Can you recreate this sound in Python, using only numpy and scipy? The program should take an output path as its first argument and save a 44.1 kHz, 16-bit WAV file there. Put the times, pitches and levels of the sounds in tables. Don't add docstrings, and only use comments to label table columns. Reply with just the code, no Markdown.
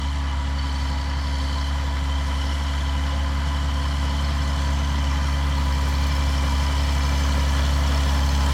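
import sys
import numpy as np
from scipy import signal
from scipy.io import wavfile
from scipy.ndimage import uniform_filter1d

SR = 44100
rng = np.random.default_rng(int(sys.argv[2]) if len(sys.argv) > 2 else 0)


def master_out(mix):
    frames = np.transpose(np.atleast_2d(mix))
    ceiling = np.clip(frames, -1, 1)
    pcm = np.round(ceiling * 32767).astype(np.int16)
    wavfile.write(sys.argv[1], SR, pcm)


N = 376173
START_DISTANCE_M, PACE_M_PER_S = 41.3, 1.93

# time_s, firing_hz
FIRING_RATE = [(0.0, 70.04), (0.15, 71.04), (0.36, 69.71), (0.56, 70.32), (0.85, 69.39), (1.17, 70.71),
               (1.39, 69.57), (1.78, 70.68), (2.0, 69.77), (2.19, 70.31), (2.34, 69.56), (2.62, 71.36),
               (2.82, 69.67), (3.11, 71.2), (3.37, 70.4), (3.54, 71.2), (3.77, 70.23), (3.96, 71.08),
               (4.09, 70.23), (4.3, 71.3), (4.53, 70.44), (4.93, 71.03), (5.14, 69.98), (5.45, 71.21),
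               (5.69, 69.48), (6.02, 70.68), (6.5, 69.57), (6.8, 70.72), (6.99, 69.84), (7.24, 70.52),
               (7.48, 69.69), (7.89, 70.51), (8.07, 69.84), (8.53, 70.13)]
# cycle_multiple, relative_db, waver_db
EXHAUST_PARTIALS = [(4, -21, 3), (9, -9.5, 1), (10, -19, 2), (11, -21, 2), (12, 0, .4), (13, -14, 1.5),
                    (14, -15.5, 2), (15, -12, 1.5), (16, -20, 2), (18, -6.5, .8), (24, -21, 1.5)]
# time_s, offset_db
EXHAUST_SWELL = [(0, -1), (1.5, -1.5), (2.7, -2.5), (4.5, 1), (6.6, -0.5), (7.5, -0.5), (8.53, -1)]
# cycle_multiple, relative_db, waver_db
FAN_AND_GEAR_PARTIALS = [(23.115, 0, .6), (46, -21, 4), (58, -20, 3), (72.6, -16, 3), (148.7, -17, 2.5),
                         (164, -22, 2.5), (174, -21, 2.5)]
# place_turns, block_db, valve_gear_db
BLOWS = [(.05, 0, -2), (.13, 0, -12), (.21, -1, 0), (.3, 0, -12), (.37, 2, -4), (.54, -2.5, 0),
         (.63, -6, -12), (.72, -1.5, -4), (.82, -3, -10), (.88, 2, -2), (.96, -4, -12)]
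# pitch_hz, width_hz, relative_db, growth_while_nearing_db
BLOCK_MODES = [(538, 58, -8.5, 9.5), (675, 22, -6, 0.5), (842, 41, -6, 1), (958.4, 38, 1.5, 2),
               (1037, 70, -2.5, 3), (1077, 57, -4, 1.5), (1157, 77, -9, -2), (1315, 33, -7, 2),
               (1420, 90, -13, 1), (1590, 37, -10.5, 0), (1705, 47, -10.5, -2.5), (2000, 87, -8.5, -3),
               (2350, 58, -11.5, 4), (1740, 26, -14.5, 5), (991, 38, -3.5, 3.5)]
# pitch_hz, width_hz, relative_db, growth_while_nearing_db
VALVE_MODES = [(2956, 45, 5, -5), (3112, 63, 6, -3), (3330, 244, -0.5, -3), (3950, 99, -3.5, -3.5),
               (4105, 53, -1, 0), (4300, 69, -1.5, 3), (4480, 56, 0, -1.5), (4725, 49, -1.5, -1),
               (5114, 130, -8.5, 0), (5254, 110, -4, 7), (5540, 130, -4.5, 2), (5740, 490, -9.5, 1),
               (6140, 150, -5.5, 2.5), (7380, 990, -14, 2)]
# start_s, end_s, pitch_hz, offset_db
MODE_SWELLS = [(4.75, 5.2, 2960, 1.5), (5.0, 5.35, 5500, 6.5), (6.2, 8.2, 675, 3), (6.2, 7.2, 848, 1.5),
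               (8.1, 8.53, 848, 5), (.55, 1.7, 4000, 3.5), (.55, 1.66, 4330, 5), (.55, 1.66, 4600, 2.5),
               (.6, 1.66, 5250, 5), (2.35, 2.65, 5370, 5), (1.3, 1.8, 3110, 2.5), (2.05, 2.336, 3110, 2.5),
               (3.396, 4.248, 3030, 2.5), (3.7, 4.7, 4380, 2), (3.8, 4.6, 5250, 3), (4.6, 5.4, 6100, 3),
               (5.7, 7.5, 2340, 4), (5.9, 7.3, 5250, 2), (5.9, 6.9, 4200, 0), (6.6, 8.1, 2950, 2),
               (7.0, 7.32, 6100, 4), (7.15, 8.448, 1735, 7), (6.75, 7.45, 5000, 1), (7.45, 7.88, 5250, -3),
               (7.45, 8.05, 5530, 2), (7.9, 8.53, 5250, 0.5), (8.15, 8.45, 6160, 4),
               (2.405, 3.355, 3030, 2.5), (5.6, 7.5, 1030, 0), (7.5, 8.2, 3350, 2.5)]
# time_s, level_db, pitch_hz
CLINKS = [(.084, -33, 3120), (.094, -36, 4220), (.596, -31, 3080), (.631, -40, 980), (.6665, -29, 3100),
          (0.693, -29, 3090), (.698, -33, 4100), (.757, -39, 4280), (.8406, -38, 4550), (.9139, -37, 4310),
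          (1.0147, -29, 4680), (1.098, -34, 5250), (1.133, -35, 970), (1.212, -36, 4370),
          (1.215, -34, 5240), (1.242, -34, 4300), (1.386, -36, 5190), (1.4078, -35, 4090),
          (1.4847, -36, 3090), (1.499, -33, 3120), (1.529, -35, 4300), (1.556, -32, 4280),
          (1.577, -29, 1010), (1.5839, -33, 4100), (1.613, -35, 5260), (1.627, -32, 3090),
          (1.784, -34, 3080), (1.866, -39, 950), (2.105, -38, 970), (2.1215, -28, 3110), (2.345, -30, 1020),
          (2.47, -34, 5220), (2.494, -29, 3050), (2.509, -33, 3100), (2.525, -36, 5350), (2.53, -30, 2920),
          (2.579, -37, 3130), (2.8638, -32, 3110), (2.886, -35, 973), (2.896, -28, 3040),
          (3.037, -33, 3080), (3.361, -26, 1000), (3.527, -33, 968), (3.566, -36, 3050),
          (3.7071, -29, 3060), (3.711, -39, 976), (3.77, -38, 5210), (3.796, -34, 3080),
          (3.8208, -32, 4390), (3.8528, -32, 3100), (3.8836, -33, 5250), (3.911, -30, 3150),
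          (4.076, -31, 3100), (4.1037, -35, 2950), (4.1046, -31, 4340), (4.136, -35, 850),
          (4.193, -28, 3090), (4.2467, -31, 4380), (4.2498, -29, 5160), (4.274, -32, 4300),
          (4.295, -34, 5210), (4.3896, -31, 3120), (4.5042, -32, 5210), (4.5288, -30, 3020),
          (4.674, -36, 4420), (4.761, -35, 5250), (4.792, -33, 6100), (4.848, -33, 2970),
          (4.957, -33, 3160), (5.018, -33, 2960), (5.042, -32, 2960), (5.042, -35, 5170),
          (5.071, -31, 2980), (5.087, -28, 3080), (5.115, -33, 5240), (5.133, -36, 1015), (5.197, -34, 952),
          (5.244, -34, 3040), (5.272, -31, 3180), (5.297, -33, 4350), (5.326, -31, 4400),
          (5.3557, -33, 4220), (5.525, -30, 3120), (5.582, -31, 4200), (5.664, -28, 990),
          (5.724, -32, 5190), (5.781, -35, 4180), (5.784, -31, 3110), (5.9514, -27, 4330),
          (6.0362, -31, 4400), (6.045, -32, 970), (6.0608, -30, 3020), (6.122, -27, 5270),
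          (6.166, -31, 5300), (6.221, -31, 2346), (6.2363, -36, 5230), (6.2936, -31, 5300),
          (6.3803, -23, 5370), (6.521, -27, 980), (6.5506, -34, 5200), (6.562, -29, 3110),
          (6.582, -32, 5310), (6.607, -27, 990), (6.6234, -36, 5350), (6.666, -26, 5100),
          (6.7193, -29, 2980), (6.76, -39, 980), (6.774, -35, 3090), (6.804, -26, 3100),
          (6.8369, -27, 5290), (6.8894, -27, 3110), (7.0509, -31, 5240), (7.068, -30, 6120),
          (7.0923, -28, 5220), (7.1782, -36, 5190), (7.206, -33, 885), (7.239, -29, 6150),
          (7.289, -32, 2970), (7.31, -29, 966), (7.361, -28.5, 1036), (7.4011, -28, 5070),
          (7.43, -30, 3060), (7.4919, -31, 5550), (7.636, -32, 4340), (7.646, -30, 3020),
          (7.692, -32, 4320), (7.705, -32, 3020), (7.876, -30, 5500), (7.9473, -25, 5400),
          (7.9768, -28, 5200), (8.092, -34, 5300), (8.151, -29, 5220), (8.174, -28, 3180),
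          (8.1766, -28, 5300), (8.23, -32, 1064), (8.234, -27, 3170), (8.2906, -25, 4300),
          (8.2922, -32, 3130), (8.352, -33, 6080), (8.464, -30, 3130), (8.479, -30, 980)]
# time_s, offset_db
TREBLE_DRIFT = [(0, 0), (.35, -3), (.8, 0.5), (1.1, -1.5), (1.45, 2), (1.9, -1.5), (2.5, 1), (3.25, -1.5),
                (4.0, 0), (4.6, 0), (5.5, -1.5), (6.1, .5), (7.0, 1.5), (8.53, 1)]
# time_s, pitch_hz, level_db
TURBO_WHISTLE = [(0, 13950, -77), (1, 13850, -75), (2.05, 14000, -69), (2.6, 14050, -70), (3.2, 13800, -74),
                 (4.2, 13680, -73), (5.2, 13650, -73), (6.1, 13800, -68), (6.6, 13850, -66),
                 (7.2, 13950, -68), (8.53, 13900, -66)]

# frequency_hz, relative_db
ROAR_SPECTRUM = [(100, -19), (170, 9), (240, 7.5), (320, 1), (450, -2.5), (620, 2), (750, 0), (900, 4),
                 (1900, -0.5), (2200, -4.5), (2700, -4.5), (3300, -6.5), (5000, -10.5), (9000, -57)]
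# frequency_hz, relative_db
SOIL_SPECTRUM = [(3000, -47), (5000, 3), (6500, 2), (7500, 0), (8800, -5.5), (9600, -2.5), (10100, -4.5),
                 (10600, -12.5), (12000, -9.5), (13500, -12), (13900, -13), (14400, -21), (16000, -22),
                 (17100, -36)]
# frequency_hz, change_db
AIR_TREBLE = [(7000, -2.5), (10000, -0.5), (13000, 5), (17000, 26)]

# frequency_hz, relative_db
WIND_SPECTRUM = [(18, -35), (30, -17), (45, -9), (70, 18), (110, 0.5), (170, 0.5), (260, -18.5), (400, -69)]
# time_s, boost_db
BUFFETS = [(1.2, 2.6), (3.17, 4.8), (3.4, 9.8), (3.7, 5.4), (6.55, 7.4), (7.8, 4.5)]
# start_s, unfiltered_level_db
STRAW_TICKS = [(4.567, -48), (5.264, -46), (5.5672, -47), (5.586, -46), (5.604, -47), (5.7324, -42),
               (5.8785, -41), (5.889, -36), (5.8954, -42), (5.9134, -46), (5.953, -47), (6.0048, -45),
               (6.07, -37), (6.086, -47), (6.121, -48), (6.15, -45), (6.58, -46), (7.294, -46), (7.42, -45),
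               (8.019, -44), (8.324, -46)]
# time_s, unfiltered_level_db
STRAW_CRACKLE = [(0, -78), (5.0, -68), (5.6, -54), (6.15, -53), (6.5, -64), (8.53, -61)]


def tractor():
    turns = 0.355 + np.cumsum(curves(FIRING_RATE)[0]) / SR / 6
    hum = exhaust(turns) + fan_and_gears(turns)
    block = engine_block(turns)
    clatter = knocks(turns, column=2, width_turns=0.027, spread_db=2.5, repeat=0.6, steady_db=0)
    valves = valve_gear(clatter, turns)
    roar = running_gear()
    treble = gain_of(curves(TREBLE_DRIFT)[0]) * (valves + soil_hiss(clatter))
    return hum + block + treble + clinks() + roar + turbocharger()


def exhaust(turns):
    firing = smooth_gain(0.12 * drift(8.4)) * np.sqrt(2) * np.cos(2 * np.pi * 6 * turns)
    partials = gain_of(curves(EXHAUST_SWELL)[0]) * cycle_tones(turns, EXHAUST_PARTIALS)
    return approach(-22.5, steepness=1.1) * firing + approach(-36.3, steepness=1.45) * partials


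def fan_and_gears(turns):
    return approach(-39.5, steepness=0.89) * cycle_tones(turns, FAN_AND_GEAR_PARTIALS)


def cycle_tones(turns, partials, lag_turns=0.05, flip_multiple=16):
    return sum(smooth_gain(db + waver_db * drift(12, low_hz=1.2)) * (1 if multiple < flip_multiple else -1)
               * np.sqrt(2) * np.cos(2 * np.pi * (multiple * turns - lag_turns * (multiple - 6)))
               for multiple, db, waver_db in partials)


def engine_block(turns):
    thumps = knocks(turns, column=1, width_turns=0.01, spread_db=5.5, repeat=0.88, steady_db=2)
    ringing = ring(thumps, turns, BLOCK_MODES, spread_db=1.3, waver_db=0, waver_hz=8.9)
    return approach(-35.5, steepness=1.06) * ringing


def valve_gear(clatter, turns):
    ringing = ring(clatter, turns, VALVE_MODES, spread_db=2, waver_db=0.47, waver_hz=11)
    return approach(-39.5, steepness=0.62) * ringing


def knocks(turns, column, width_turns, spread_db, repeat, steady_db):
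    luck = rng.uniform(-1, 1, (int(turns[-1]) + 2, len(BLOWS)))
    envelope = np.zeros(N)
    for k, blow in enumerate(BLOWS):
        cycle = np.round(turns - blow[0]).astype(int)
        bell = np.exp(-.5 * ((turns - blow[0] - cycle) / width_turns) ** 2)
        envelope += gain_of(blow[column] + spread_db * luck[:, k])[cycle] * bell
    age = turns / 24
    cycle_samples = 3760
    patterns = rng.standard_normal((int(age[-1]) + 2, cycle_samples))
    current, place = age.astype(int), (turns % 1 * cycle_samples).astype(int)
    blend = np.pi / 2 * (age % 1)
    pattern = np.cos(blend) * patterns[current, place] + np.sin(blend) * patterns[current + 1, place]
    noise = repeat * pattern + np.sqrt(1 - repeat ** 2) * rng.standard_normal(N)
    return (envelope + gain_of(steady_db)) * noise


def ring(strikes, turns, modes, spread_db, waver_db, waver_hz):
    out, t = np.zeros(N), np.arange(N) / SR
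    firing = np.round(6 * turns - .3).astype(int)
    fade_s = 0.05 * np.array([-1, 1, -1, 1])
    for k, (hz, width_hz, db, growth_db) in enumerate(modes):
        level_db = db + growth_db * (t / t[-1] - .5) + waver_db * drift(waver_hz)
        for start_s, end_s, swell_hz, swell_db in MODE_SWELLS:
            if abs(hz - swell_hz) < 0.035 * hz:
                level_db += swell_db * np.interp(t, np.repeat([start_s, end_s], 2) + fade_s, [0, 1, 1, 0])
        force = gain_of(spread_db * rng.standard_normal(firing[-1] + 1))[firing]
        b, a = signal.iirpeak(hz, hz / width_hz, SR)
        out += (-1) ** k * smooth_gain(level_db) * signal.lfilter(b, a, force * strikes)
    return out / np.sqrt(uniform_filter1d(out ** 2, size=SR // 2))


def clinks(rise_periods=17):
    t = np.arange(2600) / SR
    out = np.zeros(N + len(t))
    for time_s, db, hz in CLINKS:
        detune, phase = rng.uniform(-1, 1, 2)
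        partner = np.sin(2 * np.pi * (hz * (1 + 0.06 * detune) * t + phase))
        pair = np.sin(2 * np.pi * hz * t) + 0.21 * partner
        age = t * hz / rise_periods
        envelope = (age * np.exp(1 - age)) ** 4
        start_s = time_s - .0015 - rise_periods / 2 / hz
        out[round(start_s * SR):][:len(t)] += gain_of(db - 2.5) * envelope * pair
    return out[:N]


def running_gear():
    return approach(-37.5, steepness=1.3) * shaped_noise(ROAR_SPECTRUM, patchy_db=1, gusty_db=1)


def soil_hiss(clatter):
    power = 1 + 0.032 * unit_rms(uniform_filter1d(clatter ** 2, size=90) - np.mean(clatter ** 2))
    hiss = shaped_noise(SOIL_SPECTRUM, patchy_db=1.5, gusty_db=0.6, through_air=True)
    return approach(-48.5, steepness=1.55) * np.sqrt(np.maximum(power, 0)) * hiss


def turbocharger(width_hz=260):
    hz, db = curves(TURBO_WHISTLE)
    lowpass = signal.butter(2, width_hz / 2, fs=SR, output="sos")
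    real, imag = signal.sosfilt(lowpass, rng.standard_normal((2, N)))
    carrier = np.exp(2j * np.pi * np.cumsum(hz) / SR)
    return gain_of(db) * unit_rms(((real + 1j * imag) * carrier).real)


def wind(level_db=-39.5, buffet_s=0.015):
    t = np.arange(N) / SR
    buffets_db = sum(db * np.exp(-.5 * ((t - time_s) / buffet_s) ** 2) for time_s, db in BUFFETS)
    gain = smooth_gain(level_db + 0.59 * drift(6.5) + buffets_db)
    return gain * shaped_noise(WIND_SPECTRUM, patchy_db=-0.5, gusty_db=1)


def straw(tick_decay_s=0.0038, snaps_per_s=500):
    out, t = np.zeros(N), np.arange(1200) / SR
    shape = (len(STRAW_TICKS), len(t))
    grit = rng.standard_normal(shape) * np.sqrt(rng.exponential(1, shape))
    for (start_s, db), noise in zip(STRAW_TICKS, grit):
        out[round(start_s * SR):][:len(t)] += gain_of(db) * noise * np.exp(-t / tick_decay_s)
    snaps = (rng.random(N) < snaps_per_s / SR) * gain_of(2.2 * np.minimum(rng.exponential(1, N), 4))
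    crackle = signal.lfilter([1], [1, -.97], snaps) * rng.standard_normal(N)
    out += gain_of(curves(STRAW_CRACKLE)[0]) * unit_rms(crackle)
    return signal.sosfilt(signal.butter(1, [9500, 15000], "band", fs=SR, output="sos"), out)


def approach(halfway_db, steepness):
    distance_m = START_DISTANCE_M - PACE_M_PER_S * np.arange(N) / SR
    return gain_of(halfway_db) * (distance_m[N // 2] / distance_m) ** steepness


def shaped_noise(spectrum, patchy_db, gusty_db, through_air=False):
    hz, frames = np.fft.rfftfreq(1024, 1 / SR), N // 256 + 5
    real, imag, patches = rng.standard_normal((frames, 513, 3)).T
    patches = unit_rms(uniform_filter1d(uniform_filter1d(patches, size=12, axis=0), size=12, axis=1))
    gusts = unit_rms(uniform_filter1d(rng.standard_normal(frames), size=6))
    db = spectrum_db(spectrum, hz) + patchy_db * patches + gusty_db * gusts
    if through_air:
        db += spectrum_db(AIR_TREBLE, hz) * np.linspace(-.5, .5, frames)
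    return unit_rms(signal.istft((real + 1j * imag) * gain_of(db), nperseg=1024, noverlap=768)[1][:N])


def drift(top_hz, low_hz=0.29):
    t = np.arange(N // 512 + 2) * 512 / SR
    hz = np.geomspace(low_hz, top_hz, num=16)[:, None]
    waves = np.sin(2 * np.pi * (hz * t + rng.random(hz.shape))) / np.sqrt(hz)
    return np.repeat(unit_rms(waves.sum(0)), 512)[:N]


def curves(rows):
    time_s, *columns = np.transpose(rows)
    return [np.interp(np.arange(N) / SR, time_s, column) for column in columns]


def spectrum_db(points, hz):
    point_hz, db = np.transpose(points)
    return np.interp(np.log(hz + 1), np.log(point_hz), db)[:, None]


def smooth_gain(db):
    return uniform_filter1d(gain_of(db), size=1024)


def gain_of(db):
    return 10 ** (np.asarray(db) / 20)


def unit_rms(x):
    return x / np.sqrt(np.mean(x ** 2) + 1e-20)


def scene():
    return (tractor() + wind() + straw())[None]


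def record(dry):
    lowpass = signal.firwin(1023, 17100, window=("kaiser", 9), fs=SR)
    return signal.oaconvolve(dry, lowpass[None], "same")


dry = scene()
out = record(dry)
master_out(out)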